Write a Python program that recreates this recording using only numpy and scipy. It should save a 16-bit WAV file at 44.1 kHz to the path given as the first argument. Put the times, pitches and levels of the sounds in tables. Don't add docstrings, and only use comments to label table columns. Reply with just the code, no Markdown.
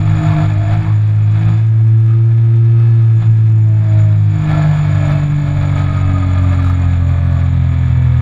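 import sys
import numpy as np
from scipy import signal
from scipy.fft import rfft, irfft, next_fast_len
from scipy.io import wavfile

SR = 44100
rng = np.random.default_rng(int(sys.argv[2]) if len(sys.argv) > 2 else 0)


def unload_wav(signal):
    wavfile.write(
        sys.argv[1],
        SR,
        np.round(np.clip(np.atleast_2d(signal).T, -1, 1) * 32767).astype(np.int16),
    )


N = 362061

# time in seconds, level in dB.
MOUNT_SHAKING = [(0.0, -51), (0.29, -48), (0.95, -57.5), (1.04, -65.5), (1.47, -54), (1.7, -67.5),
                 (2.81, -72), (3.28, -58.5), (3.37, -65), (4.03, -55.5), (4.25, -62), (4.45, -51),
                 (6.56, -51.5), (8.2, -61.5)]
# time in seconds, half length in seconds, rise in dB.
GUSTS = [(1.493, 0.051, 7), (7.849, 0.2, 5)]
# frequency in Hz, relative density in dB.
BUFFET_COLOUR = [(10, -19), (24, 5), (38, -8.5), (70, -13.5), (95, 2.5), (118, 3.5), (150, -11.5),
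                 (200, -13), (300, -22), (500, -34), (1000, -68)]
# frequency in Hz, relative density in dB.
RUSH_COLOUR = [(100, -5), (300, 3), (600, -4.5), (2000, -13), (5500, -30.5), (9500, -33.5), (13000, -54.5)]
# start in seconds, end in seconds, level in dB.
RISING_RASPS = [(.23, 0.373, -33), (.82, 0.932, -37)]
# time in seconds, half length in seconds, peak level in dB.
BUZZES = [(2.02, 0.027, -46.5), (2.125, 0.032, -45), (2.82, 0.058, -46), (5.14, 0.028, -34),
          (6.503, 0.16, -42), (6.684, .05, -32.5), (7.3, 0.16, -43.5)]
# frequency in Hz, width in Hz, boost in dB.
HOUSING_RESONANCES = [(620, 17, 0.5), (673, 120, 9.5), (867, 13, 6), (1245, 20, 7.5), (1346, 31, 6.5),
                      (1673, 61, 8), (1741, 53, 6.5), (2214, 170, 10.5), (2434, 110, 6.5), (2587, 19, 9.5),
                      (2930, 67, 2), (3457, 230, 10.5), (3870, 51, 8.5), (4340, 88, 5.5), (4750, 180, 4)]
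# start in seconds, end in seconds, whine in dB, its octave in dB.
CHAIN_SONGS = [(0.23, 0.477, -29.5, -55), (0.586, 0.775, -32, -53), (4.506, 4.724, -35.5, -47),
               (4.983, 5.193, -34, -45), (5.753, 6.015, -39, -38.5), (6.038, 6.626, -37.5, -37.5),
               (7.02, 7.48, -38, -41)]
# time in seconds, level in dB.
RATTLE = [(0.0, -31), (0.42, -24.5), (0.52, -32.5), (0.89, -31), (0.98, -38.5), (1.24, -37), (1.49, -28.9),
          (1.7, -41), (2.7, -39.5), (2.79, -37.5), (3.71, -42), (3.92, -36), (4.28, -38), (4.51, -26),
          (5.15, -28.5), (5.29, -33), (5.73, -28.5), (6.71, -30.5), (6.8, -32.5), (8.2, -34.5)]
# time in seconds, half length in seconds, rise in dB.
JOLTS = [(0.261, .05, 1), (.72, .04, 5.5), (3.24, .045, 4.5), (3.982, .06, 3.5), (4.559, .05, 3.5),
         (5.091, 0.059, 3), (5.788, .05, 4)]
# frequency in Hz, relative density in dB.
CLATTER_COLOUR = [(150, -12.5), (300, -4.5), (480, -4), (900, 0), (1150, -0.5), (1500, -5), (2000, -11),
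                  (2900, -18.5), (4200, -23), (5300, -30), (7600, -37), (9500, -35.5), (12000, -48.5),
                  (15000, -58.5)]
# multiple of crank speed, relative strength in dB.
STRONG_ORDERS = [(3.5, 4), (4, 3), (4.5, 5), (5, 3), (5.5, 5), (6, -9), (7, 2), (8, 4), (9, 2), (11, 3),
                 (17, 6), (21, 2), (24, 5), (27.5, 4), (43, 7), (46, 6)]
# time in seconds, crank turns per second.
CRANK_SPEED = [(0.0, 104.2), (0.13, 104.3), (0.38, 102.4), (0.47, 103.6), (0.68, 103.5), (0.77, 106.9),
               (0.87, 105.9), (1.3, 106.1), (1.64, 110.6), (2.0, 111.4), (2.26, 113.7), (2.55, 114.1),
               (2.85, 115.0), (3.06, 113.2), (3.15, 111.7), (3.47, 110.4), (3.99, 105.9), (4.81, 99.6),
               (5.06, 98.1), (6.02, 94.3), (6.35, 91.6), (7.11, 87.5), (7.51, 86.3), (8.2, 82.7)]
# time in seconds, level in dB.
CRANK_SHAKE = [(0.0, -12.5), (2.81, -7.5), (4.28, -9), (4.41, -18), (4.81, -19), (4.92, -12.5), (5.35, -25),
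               (5.61, -15), (6.49, -11), (8.2, -14.5)]
# time in seconds, level in dB.
FIRING_THROB = [(0.0, -19.6), (0.4, -12), (0.54, -25.5), (0.87, -20), (0.98, -30.5), (1.51, -19.3),
                (1.62, -34.5), (2.14, -44.5), (3.06, -40.5), (3.24, -26), (3.33, -34), (4.27, -21),
                (4.62, -10), (4.98, -14.5), (5.27, -14), (6.1, -19.5), (6.22, -25.4), (8.2, -11)]
# crank turns per second, order 2 in dB, order 3 in dB.
OVERTONES = [(81.6, -26.5, -32.5), (93.4, -28.5, -27), (94.4, -32.5, -31.5), (103.6, -40.5, -31),
             (112.6, -38, -32), (111.3, -40, -30), (119.7, -29, -26)]
# time in seconds, half length in seconds, loss of the shake in dB, loss of the overtones in dB.
SAGS = [(0.228, 0.031, 15, -5), (0.369, .04, 16, -4.5), (0.65, .05, 3.5, 0), (.84, 0.023, 17, -3),
        (1.127, 0.22, -0.5, 8), (1.662, 0.091, 1.5, 6.5), (1.454, 0.06, 3, 4), (3.226, 0.023, 6.5, 10.5),
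        (3.842, 0.061, 2.5, 4.5), (4.188, 0.11, 0.5, 6.5), (4.464, 0.03, 14, -2.5), (4.763, 0.077, 3, 10.5)]
# time in seconds, half length in seconds, peak level in dB.
HUMS = [(0.588, 0.1, -38), (3.699, 0.057, -43), (4, 0.15, -32.5), (4.58, 0.14, -39.5), (5.096, 0.15, -36),
        (5.607, 0.16, -38), (8.146, 0.18, -48)]
# multiple of crank speed, level in dB at the usual rattle, share of the rattling's swing.
FAINT_ORDERS = [(1 / 2, -43.5, 0.99), (5 / 2, -48.5, 1.0), (4, -53.5, 0.12)]

USUAL_RATTLE_DB, USUAL_MOUNT_DB = -32, -56
# level in dB at the usual rattle, share of its swing.
DULL, RASP, EDGE = (-38.0, 1.2), (-38.5, 1.0), (-47.24, 1)
WHINE, WHINE_OCTAVE, SIXTH_ORDER = (-46.5, 1.2), (-51.5, 1.3), (-52.5, .6)
# level in dB at the usual shaking, share of its swing.
JINGLE, BUFFETING = (-57.5, 1.05), (-27, 0.74)
THIRD_ORDER_SHARE = 0.41
WHEEL_PER_TURN = .157
WHEEL_RIPPLE = 0.018
REBOUND_DB, REBOUND_AFTER = 1.03, 3.2
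RASP_FROM_HZ, RASP_TO_HZ = 800, 1154
BUZZ_HZ, BUZZ_WIDTH_HZ = 1238, 70
TICK_DB, TICK_SPREAD_DB, TICK_HZ, TICK_WIDTH_HZ = -68.5, 8, 5900, 3400
CHAIN_FADE_S = 0.081
CUTOFF_HZ = 15700


def from_db(db):
    return 10 ** (np.asarray(db) / 20)


def rms_one(x):
    return x / np.sqrt(np.mean(x ** 2) + 1e-20)


def in_time(rows):
    s, *columns = np.transpose(rows)
    return [np.interp(np.arange(N) / SR, s, column) for column in columns]


def follow(layer, swing_db):
    level_db, share = layer
    return level_db + share * swing_db


def bump(s, half_length):
    return np.exp(-((np.arange(N) / SR - s) / half_length) ** 2)


def held(start, end, fade_s):
    t = np.arange(N) / SR
    return np.clip(.5 + np.minimum(t - start, end - t) / fade_s, 0, 1)


def drift(rate):
    step = 40
    r = np.exp(-2 * step * np.pi * rate / SR)
    noise = rng.standard_normal(N // step + 2002)
    slow = rms_one(signal.lfilter([1], [1, -2 * r, r * r], noise)[2000:])
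    return np.interp(np.arange(N) / step, np.arange(len(slow)), slow)


def coloured(x, spectrum):
    size = next_fast_len(N + SR // 2)
    hz, db = np.transpose(spectrum)
    bins = np.maximum(np.arange(size // 2 + 1) * SR / size, 1)
    gain = from_db(np.interp(np.log(bins), np.log(hz), db))
    return rms_one(irfft(rfft(x, size) * gain, size)[:N])


def resonate(x, hz, width):
    r = np.exp(-np.pi * width / SR)
    feed = np.array([1, 0, -1]) * (1 - r * r) / 2
    return signal.lfilter(feed, [1, -2 * r * np.cos(2 * np.pi * hz / SR), r * r], x + 1e-18)


def lowpass(hz):
    return signal.butter(4, hz, fs=SR, output="sos")


def loose_hits(per_s, spread_db):
    sizes = from_db(spread_db * np.minimum(rng.exponential(1, N), 4)) * rng.choice([-1, 1], N)
    return rms_one(sizes * (rng.random(N) < per_s / SR))


def wind(buffet_db):
    buffet = from_db(buffet_db) * coloured(rng.standard_normal(N), BUFFET_COLOUR)
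    rush = from_db(-44.0) * coloured(rng.standard_normal(N), RUSH_COLOUR)
    return buffet + rush * from_db(0.8 * drift(4.8))


def jingle(level_db):
    ring = resonate(loose_hits(per_s=230, spread_db=-3.0), hz=6965, width=38)
    return rms_one(ring) * from_db(level_db)


def rising_rasps():
    out = 0
    for start, end, level_db in RISING_RASPS:
        hz, = in_time([(start, RASP_FROM_HZ), (end, RASP_TO_HZ)])
        angle = 2 * np.pi * np.cumsum(hz) / SR
        band = drift(130) * np.cos(angle) + drift(130) * np.sin(angle)
        out = out + from_db(level_db) * held(start, end, fade_s=0.033) * band
    return out


def buzzes():
    gain = sum(from_db(db) * bump(s, half) for s, half, db in BUZZES)
    hits = loose_hits(per_s=760, spread_db=6.0)
    return gain * rms_one(resonate(hits, BUZZ_HZ, BUZZ_WIDTH_HZ))


def valve_ticks(turns):
    strikes = np.diff(np.floor(2 * turns), prepend=0)
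    sizes = from_db(TICK_SPREAD_DB * np.minimum(rng.standard_normal(N), 2.2))
    click = strikes * sizes
    for _ in range(2):
        click = resonate(click, TICK_HZ, TICK_WIDTH_HZ)
    return from_db(TICK_DB) * rms_one(signal.sosfilt(lowpass(10500), click))


def housing(x):
    for hz, width, boost_db in HOUSING_RESONANCES:
        x = x + (from_db(boost_db) - 1) * resonate(x, hz, width)
    return rms_one(x)


def engine_order(turns, multiple, level_db, rough, flutter_hz):
    angle = 2 * np.pi * multiple * turns
    in_phase = (1 + rough * drift(flutter_hz)) * np.cos(angle)
    across = rough * drift(flutter_hz) * np.sin(angle)
    return np.sqrt(2) * from_db(level_db) * (in_phase + across)


def chain(turns, swing_db):
    whine_gain = from_db(follow(WHINE, swing_db))
    octave_gain = from_db(follow(WHINE_OCTAVE, swing_db))
    for start, end, whine_db, octave_db in CHAIN_SONGS:
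        song = held(start, end, CHAIN_FADE_S)
        whine_gain = np.hypot(whine_gain, from_db(whine_db) * song)
        octave_gain = np.hypot(octave_gain, from_db(octave_db) * song)
    links_per_turn = 6.6
    tension = np.sin(2 * np.pi * WHEEL_PER_TURN * turns + 0.52 * drift(9.7))
    meshing = turns + .011 * tension
    whine = housing(engine_order(meshing, links_per_turn, 0, rough=0.44, flutter_hz=30.6))
    octave = housing(engine_order(meshing, 2 * links_per_turn, 0, rough=0.45, flutter_hz=30))
    return whine_gain * whine * (1 + .25 * tension) + octave_gain * octave * (1 + .65 * tension)


def valve_gear(turns, rough, count=104, size=4096):
    strength = from_db(2.5 * rng.standard_normal(count) - 1.5)
    strength[:7] = 0
    for multiple, db in STRONG_ORDERS:
        strength[int(round(2 * multiple))] = from_db(db)
    out = 0
    for share in (1, rough * drift(1.5), rough * drift(6)):
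        cycle = irfft(strength * np.exp(2j * np.pi * rng.random(count)), size)
        place = turns / 2 % 1 * size
        out = out + share * np.interp(place, np.arange(size + 1), np.append(cycle, cycle[0]))
    return rms_one(out)


def clatter(turns, dull_db, rasp_db, edge_db, unrest):
    play = 0.00094 * drift(40)
    ticking = .8 * coloured(valve_gear(turns + play, rough=.35), CLATTER_COLOUR)
    ticking *= from_db(-.35 * np.maximum(dull_db + 41.5, 0))
    hits = loose_hits(per_s=2000, spread_db=-1.0) * from_db(1.66 * drift(15))
    chatter = .68 * coloured(hits, CLATTER_COLOUR) * unrest ** .2
    pressed = 1 + 0.07 * np.cos(np.pi * turns) + 0.074 * np.cos(2 * np.pi * turns)
    pressed += 0.22 * np.cos(4 * np.pi * turns)
    pressed += 0.027 * np.sin(2 * np.pi * WHEEL_PER_TURN * turns)
    sound = housing((ticking + chatter) * pressed)
    dull = signal.sosfiltfilt(lowpass(1150), sound)
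    body = signal.sosfiltfilt(lowpass(2750), sound)
    out = from_db(dull_db) * rms_one(dull)
    out += from_db(rasp_db) * rms_one(body - dull)
    return out + from_db(edge_db) * rms_one(sound - body)


def drone(speed, turns, swing_db, unrest):
    (shake_db,), (firing_db,) = in_time(CRANK_SHAKE), in_time(FIRING_THROB)
    speeds, *columns = np.transpose(OVERTONES)
    second_db, third_db = [np.interp(speed, speeds, column) for column in columns]
    third_db = third_db + THIRD_ORDER_SHARE * swing_db
    for s, half, shake_loss_db, overtone_loss_db in SAGS:
        sag = bump(s, half)
        rebound = bump(s + REBOUND_AFTER * half, half)
        shake_db = shake_db - shake_loss_db * sag + REBOUND_DB * rebound
        second_db = second_db - overtone_loss_db * sag
        third_db = third_db - overtone_loss_db * sag
    hum = from_db(follow(SIXTH_ORDER, swing_db))
    hum = hum + sum(from_db(db) * bump(s, half) for s, half, db in HUMS)

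    out = engine_order(turns, 1, shake_db, rough=0.02 * unrest ** 2, flutter_hz=35)
    out *= 1 + WHEEL_RIPPLE * (1 + unrest) * np.sin(2 * np.pi * WHEEL_PER_TURN * turns)
    firing_lag_turns = 1 / 12
    out += engine_order(turns - firing_lag_turns, 3 / 2, firing_db, rough=0.16 * unrest, flutter_hz=9)
    out += engine_order(turns, 2, second_db, rough=.2, flutter_hz=4.6)
    out += engine_order(turns, 3, third_db, rough=.16, flutter_hz=4)
    out += hum * engine_order(turns, 6, 0, rough=.16, flutter_hz=5)
    for multiple, *layer in FAINT_ORDERS:
        out += engine_order(turns, multiple, follow(layer, swing_db), rough=0.12, flutter_hz=5.9)
    shaft_ratio = .577
    shaft = engine_order(turns, shaft_ratio, level_db=-33.5, rough=0.19, flutter_hz=3.7)
    return out + unrest ** 2 * shaft


def scene():
    speed, = in_time(CRANK_SPEED)
    turns = np.cumsum(speed * (1 + .0007 * drift(8))) / SR
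    (rattle_db,), (mount_db,) = in_time(RATTLE), in_time(MOUNT_SHAKING)
    jolt_db = sum(db * bump(s, half) for s, half, db in JOLTS)
    swing_db = rattle_db - USUAL_RATTLE_DB + jolt_db
    mount_swing_db = mount_db - USUAL_MOUNT_DB + jolt_db
    dull_db, rasp_db, edge_db = [follow(layer, swing_db) for layer in (DULL, RASP, EDGE)]
    gust_db = sum(db * bump(s, half) for s, half, db in GUSTS)
    buffet_db = follow(BUFFETING, mount_swing_db) + gust_db
    unrest = from_db(np.minimum(dull_db + 39.5, 1.5))

    out = wind(buffet_db) + jingle(follow(JINGLE, mount_swing_db))
    out += rising_rasps() + buzzes() + valve_ticks(turns)
    out += chain(turns, swing_db) + clatter(turns, dull_db, rasp_db, edge_db, unrest)
    out += drone(speed, turns, swing_db, unrest)
    return out[None]


def record(dry):
    ceiling, fade_in_s = .85, .004
    rounded = dry / (1 + (dry / ceiling) ** 10) ** (1 / 10)
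    rounded = rounded * np.minimum(np.arange(N) / SR / fade_in_s, 1)
    return signal.sosfilt(signal.cheby2(12, 70, CUTOFF_HZ, fs=SR, output="sos"), rounded)


dry = scene()
out = record(dry)
unload_wav(out)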